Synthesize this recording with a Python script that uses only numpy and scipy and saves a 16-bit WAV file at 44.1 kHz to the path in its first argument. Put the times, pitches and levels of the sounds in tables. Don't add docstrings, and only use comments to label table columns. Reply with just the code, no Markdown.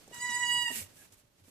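import sys
import numpy as np
from scipy import signal
from scipy.fft import rfft, irfft, next_fast_len
from scipy.io import wavfile

SR = 44100
rng = np.random.default_rng(int(sys.argv[2]) if len(sys.argv) > 2 else 0)


def file_out(sig):
    cols = np.atleast_2d(sig).T
    lim = np.clip(cols, -1, 1)
    pcm = np.round(lim * 32767).astype(np.int16)
    wavfile.write(sys.argv[1], SR, pcm)


N = 66150
T = np.arange(N) / SR
NEAR_PAN_DB, CUTOFF_HZ = -3, 14700

# (time [s], pitch [Hz])
SQUEAL_PITCH = [(.115, 969), (.15, 964), (.19, 963.6), (.225, 985.4), (.27, 980.7), (.32, 965), (.37, 980),
                (.45, 968.3), (.55, 969.5), (.62, 965.7), (.66, 956.4), (.69, 941), (.72, 930)]
# (time [s], level [dB])
SQUEAL_EFFORT = [(.115, -74), (.133, -48), (.185, -46), (.215, -38), (.25, -34), (.285, -36.5),
                 (.318, -34.5), (.35, -31.5), (.385, -36.5), (.43, -32), (.49, -32), (.545, -29),
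                 (.605, -31), (.628, -29.5), (.646, -38), (.68, -34), (.705, -41), (.74, -76)]
# (time [s], rms jitter [fraction of pitch])
PITCH_JITTER = [(.12, 0.0027), (.3, 0.0042), (.45, 0.0012), (.62, 0.0011), (.66, .005), (.7, 0.03)]
# (time [s], opening [0 shut, 1 wide])
MOUTH_OPENING = [(.12, 0.8), (.25, 0.004), (.31, 0.26), (.37, 0.46), (.42, 0.59), (.48, 0.8), (.55, 0.91),
                 (.63, 0.9), (.7, 0.76)]
# (harmonic [number], level shut, ajar, half open, wide [dB], L-R shut, wide [dB])
MOUTH_HARMONICS = [(1, 1, -8.5, -4.5, -14.5, 4.5, -3.5), (2, 6, 0.5, 0.5, -5, -10.5, -12),
                   (3, -11.5, -11, -4.5, 3.5, -4.5, -7), (4, -22.5, -17.5, -15, -20.5, 0.5, -9.5),
                   (5, -31, -17.5, -22.5, -6.5, 4, 3), (6, -13.5, -22.5, -19.5, -39.5, 2, 5),
                   (7, -7.5, -6, -19.5, -17, 3, 5), (8, -7.5, -2.5, -10.5, -10.5, -3.5, -4.5),
                   (9, -14.5, -21.5, -17.5, -14, -7, -3.5)]
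# (harmonic [number], level [dB])
TOP_HARMONICS = [(10, -28), (11, -29.5), (12, -37.5), (13, -31), (14, -29), (15, -41.5)]
# (time [s], level [dB])
BREATH_LEVEL = [(.11, -69), (.15, -49.5), (.22, -57.5), (.3, -48), (.43, -53.5), (.55, -56.5), (.63, -72),
                (.7, -50), (.74, -68)]
# (frequency [Hz], density [dB])
BREATH_SPECTRUM = [(200, -14), (600, -5.5), (1400, 0.5), (2500, -1.5), (3400, -5.5), (5500, -3.5),
                   (7500, 3), (10000, -7), (14500, -11)]


def squeal():
    jitter_hz, rasp_hz, shimmer_hz, flutter_hz, fray_hz = 82, 300, 21, 16, 57.4
    left_lead_s, top_pan_db = .000035, -5
    jitter = along(PITCH_JITTER, T) * drift(jitter_hz)
    rasp = .0012 * drift(rasp_hz)
    pitch_hz = along(SQUEAL_PITCH, T) * (1 + jitter + rasp)
    phase = 2 * np.pi * (np.cumsum(pitch_hz) / SR + pitch_hz * left_lead_s * np.array([[1], [0]]))
    mouth = along(MOUTH_OPENING, T)
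    partials = []
    for _, *levels_db, shut_pan_db, wide_pan_db in MOUTH_HARMONICS:
        level_db = np.interp(mouth, np.linspace(0, 1, len(levels_db)), levels_db)
        partials.append((level_db, shut_pan_db + (wide_pan_db - shut_pan_db) * mouth))
    partials += [(level_db, top_pan_db) for _, level_db in TOP_HARMONICS]
    voice, power = 0, 0
    for k, (level_db, pan_db) in enumerate(partials, 1):
        shimmer_db = (1.5 + 5.2 * (1 - mouth) * (k > 2)) * drift(shimmer_hz)
        flutter_db = 7.5 * k / len(partials) * drift(flutter_hz)
        voice += pan(pan_db) * from_db(level_db + shimmer_db + flutter_db) * np.sin(k * phase)
        power += from_db(level_db) ** 2 / 2
    fray_depth_db = np.interp(T, [.62, .68], [0, 3.5])
    fray_db = fray_depth_db * np.cos(2 * np.pi * fray_hz * (T - .68))
    tone = from_db(along(SQUEAL_EFFORT, T) + fray_db) * voice / np.sqrt(power)
    breath = pan(NEAR_PAN_DB) * from_db(along(BREATH_LEVEL, T)) * noise(BREATH_SPECTRUM)
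    sounding = (T > SQUEAL_EFFORT[0][0]) * (T < SQUEAL_EFFORT[-1][0])
    return sounding * (tone + breath)


# (peak time [s], rise [s], fall [s], level [dB])
CLOTH_SLIDES = [(.15, .012, .04, -59), (0.774, 0.058, 0.054, -36.5), (1.012, 0.074, 0.055, -57.5),
                (1.141, 0.011, 0.0083, -61), (1.19, 0.022, 0.023, -65.5), (1.5, 0.045, .05, -62)]
# (frequency [Hz], density [dB])
CLOTH_SPECTRUM = [(200, -9), (700, -14), (1200, -18), (2300, -3.5), (3500, -8.5), (5200, -8), (7500, -1.5),
                  (11000, -3), (14500, -6)]


def cloth_swishes():
    grain = rms_one(from_db(1.5 * drift(rate_hz=190)))
    slides = sum(swell(*slide) for slide in CLOTH_SLIDES)
    return pan(db=-4) * slides * grain * noise(CLOTH_SPECTRUM)


# (time [s], thud level [dB], puff level [dB], thud frequency [Hz], thud T60 [s])
BODY_BUMPS = [(.077, -59, -51, 314, 0.093), (.111, -72, -48.5, 370, 0.034), (.185, -66, -76, 128, .12),
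              (0.291, -48, -53, 226, 0.11), (.704, -44.5, -40, 257, 0.15), (.762, -51, -56, 222.3, 0.22),
              (0.814, -46.5, -50.5, 92.65, .2), (0.927, -58, -63, 242, 0.076),
              (1.119, -55.5, -87, 105, 0.091), (1.234, -63, -72, 113.1, 0.15), (1.413, -58, -75, 96.7, .3),
              (1.479, -65.5, -59, 275, 0.06)]


def bumps():
    puff_band = signal.butter(2, [190, 515], "band", fs=SR, output="sos")
    puff_noise = rms_one(signal.sosfilt(puff_band, rng.standard_normal(N)))
    total = np.zeros(N)
    for start_s, thud_db, puff_db, thud_hz, t60_s in BODY_BUMPS:
        ring = np.sqrt(2) * np.sin(2 * np.pi * thud_hz * (T - start_s))
        total += from_db(thud_db) * strike(start_s, attack_s=.0061, t60_s=t60_s) * ring
        total += from_db(puff_db) * strike(start_s, attack_s=.0007, t60_s=.077) * puff_noise
    return total


# (time [s], level [dB])
LICK_TICKS = [(0.077, -53), (0.142, -41.5), (.926, -74), (1.122, -51.5)]
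# (frequency [Hz], density [dB])
LICK_SPECTRUM = [(500, -8), (2000, -22), (4000, -3), (7500, 10), (13000, -3.5), (14500, -6)]


def licks():
    ticks = sum(from_db(db) * strike(start_s, attack_s=.00062, t60_s=.048) for start_s, db in LICK_TICKS)
    return ticks * noise(LICK_SPECTRUM)


# (time [s], level [dB])
SHUFFLE_LEVEL = [(0, -58.5), (.06, -62.5), (.2, -57), (.3, -56.5), (.56, -53), (.65, -57), (.85, -59.5),
                 (1.0, -63), (1.15, -62.5), (1.27, -76.5), (1.5, -65)]
# (frequency [Hz], density [dB])
BEDDING_SPECTRUM = [(30, -16), (110, 0.5), (250, -3.5), (500, -8.5), (1000, -12.5), (3000, -13.5),
                    (8000, -15.5), (14500, -22.5)]


def shuffle():
    flutter_db = 2 * drift(rate_hz=30)
    return from_db(along(SHUFFLE_LEVEL, T) + flutter_db) * noise(BEDDING_SPECTRUM)


def snuffle():
    centre_hz, width_hz = 1680, 85
    phase = 2 * np.pi * centre_hz * T
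    whistle = drift(width_hz) * np.sin(phase) + drift(width_hz) * np.cos(phase)
    return swell(peak_s=1.02, rise_s=.04, fall_s=.035, db=-67) * whistle


WALL_PATHS_S = [
    [.0171, .0223, .0269, .0317, .0373, .0431],
    [.0187, .0239, .0283, .0337, .0391, .0457],
]
SCATTER_LAGS_S = [.0013, .0029, .0047]


def room_reverb(x, t60_s=.31):
    size = next_fast_len(2 * N)
    phase_per_s = -2j * np.pi * np.fft.rfftfreq(size, 1 / SR)
    paths_s = np.array(WALL_PATHS_S)[..., None]
    round_trip = np.exp(phase_per_s * paths_s - np.log(1000) * paths_s / t60_s)
    tail = np.mean(round_trip / (1 - round_trip), axis=1)
    for lag_s in SCATTER_LAGS_S:
        delay = np.exp(phase_per_s * lag_s)
        tail *= (delay - .5) / (1 - .5 * delay)
    tail /= np.sqrt(np.mean(abs(tail) ** 2))
    return irfft(rfft(x, size) * tail, size)[:, :N]


# (frequency [Hz], density [dB])
ROOM_TONE_SPECTRUM = [(15, -29), (25, -3), (378, -14), (455, -12), (493, -31.5), (579, -6.5), (679, -19.5),
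                      (862, -18.5), (1970, -23), (14500, -29)]


def room_tone():
    return from_db(-71.5) * noise(ROOM_TONE_SPECTRUM)


# (frequency [Hz], left-right correlation [0 to 1])
EAR_CORRELATION = [(60, 1), (500, 0.26), (1500, 0), (4000, 0), (14000, 0.044)]


def noise(spectrum):
    hz = np.maximum(np.fft.rfftfreq(N, 1 / SR), 1)
    mid, side = rfft(rng.standard_normal((2, N)))
    correlation = at_hz(EAR_CORRELATION, hz)
    stereo = np.sqrt(1 + correlation) * mid + np.sqrt(1 - correlation) * side * [[1], [-1]]
    return rms_one(irfft(stereo * from_db(at_hz(spectrum, hz)) * (hz < CUTOFF_HZ), N))


def drift(rate_hz):
    pole = np.exp(-2 * np.pi * rate_hz / SR)
    return rms_one(signal.lfilter([1], [1, -2 * pole, pole * pole], rng.standard_normal(2 * N))[N:])


def swell(peak_s, rise_s, fall_s, db):
    return from_db(db) * np.exp(-((T - peak_s) / np.where(T < peak_s, rise_s, fall_s)) ** 2)


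def strike(start_s, attack_s, t60_s):
    age_s = np.maximum(T - start_s, 0)
    return (1 - np.exp(-age_s / attack_s)) * np.exp(-np.log(1000) * age_s / t60_s)


def pan(db):
    gains = from_db(np.array([[.5], [-.5]]) * db)
    return gains / np.sqrt(np.mean(gains ** 2, axis=0))


def along(points, at):
    return np.interp(at, *np.transpose(points))


def at_hz(points, hz):
    points_hz, values = np.transpose(points)
    return np.interp(np.log(hz), np.log(points_hz), values)


def from_db(db):
    return 10 ** (np.asarray(db) / 20)


def rms_one(x):
    return x / np.sqrt(np.mean(x ** 2) + 1e-20)


def scene():
    voice, cloth = squeal(), cloth_swishes()
    near = bumps() + licks() + shuffle() + snuffle() + room_tone()
    return voice + from_db(-6) * room_reverb(voice) + cloth + pan(NEAR_PAN_DB) * near


def record(dry):
    return signal.sosfilt(signal.ellip(12, .1, 80, CUTOFF_HZ, fs=SR, output="sos"), dry)


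dry = scene()
out = record(dry)
file_out(out)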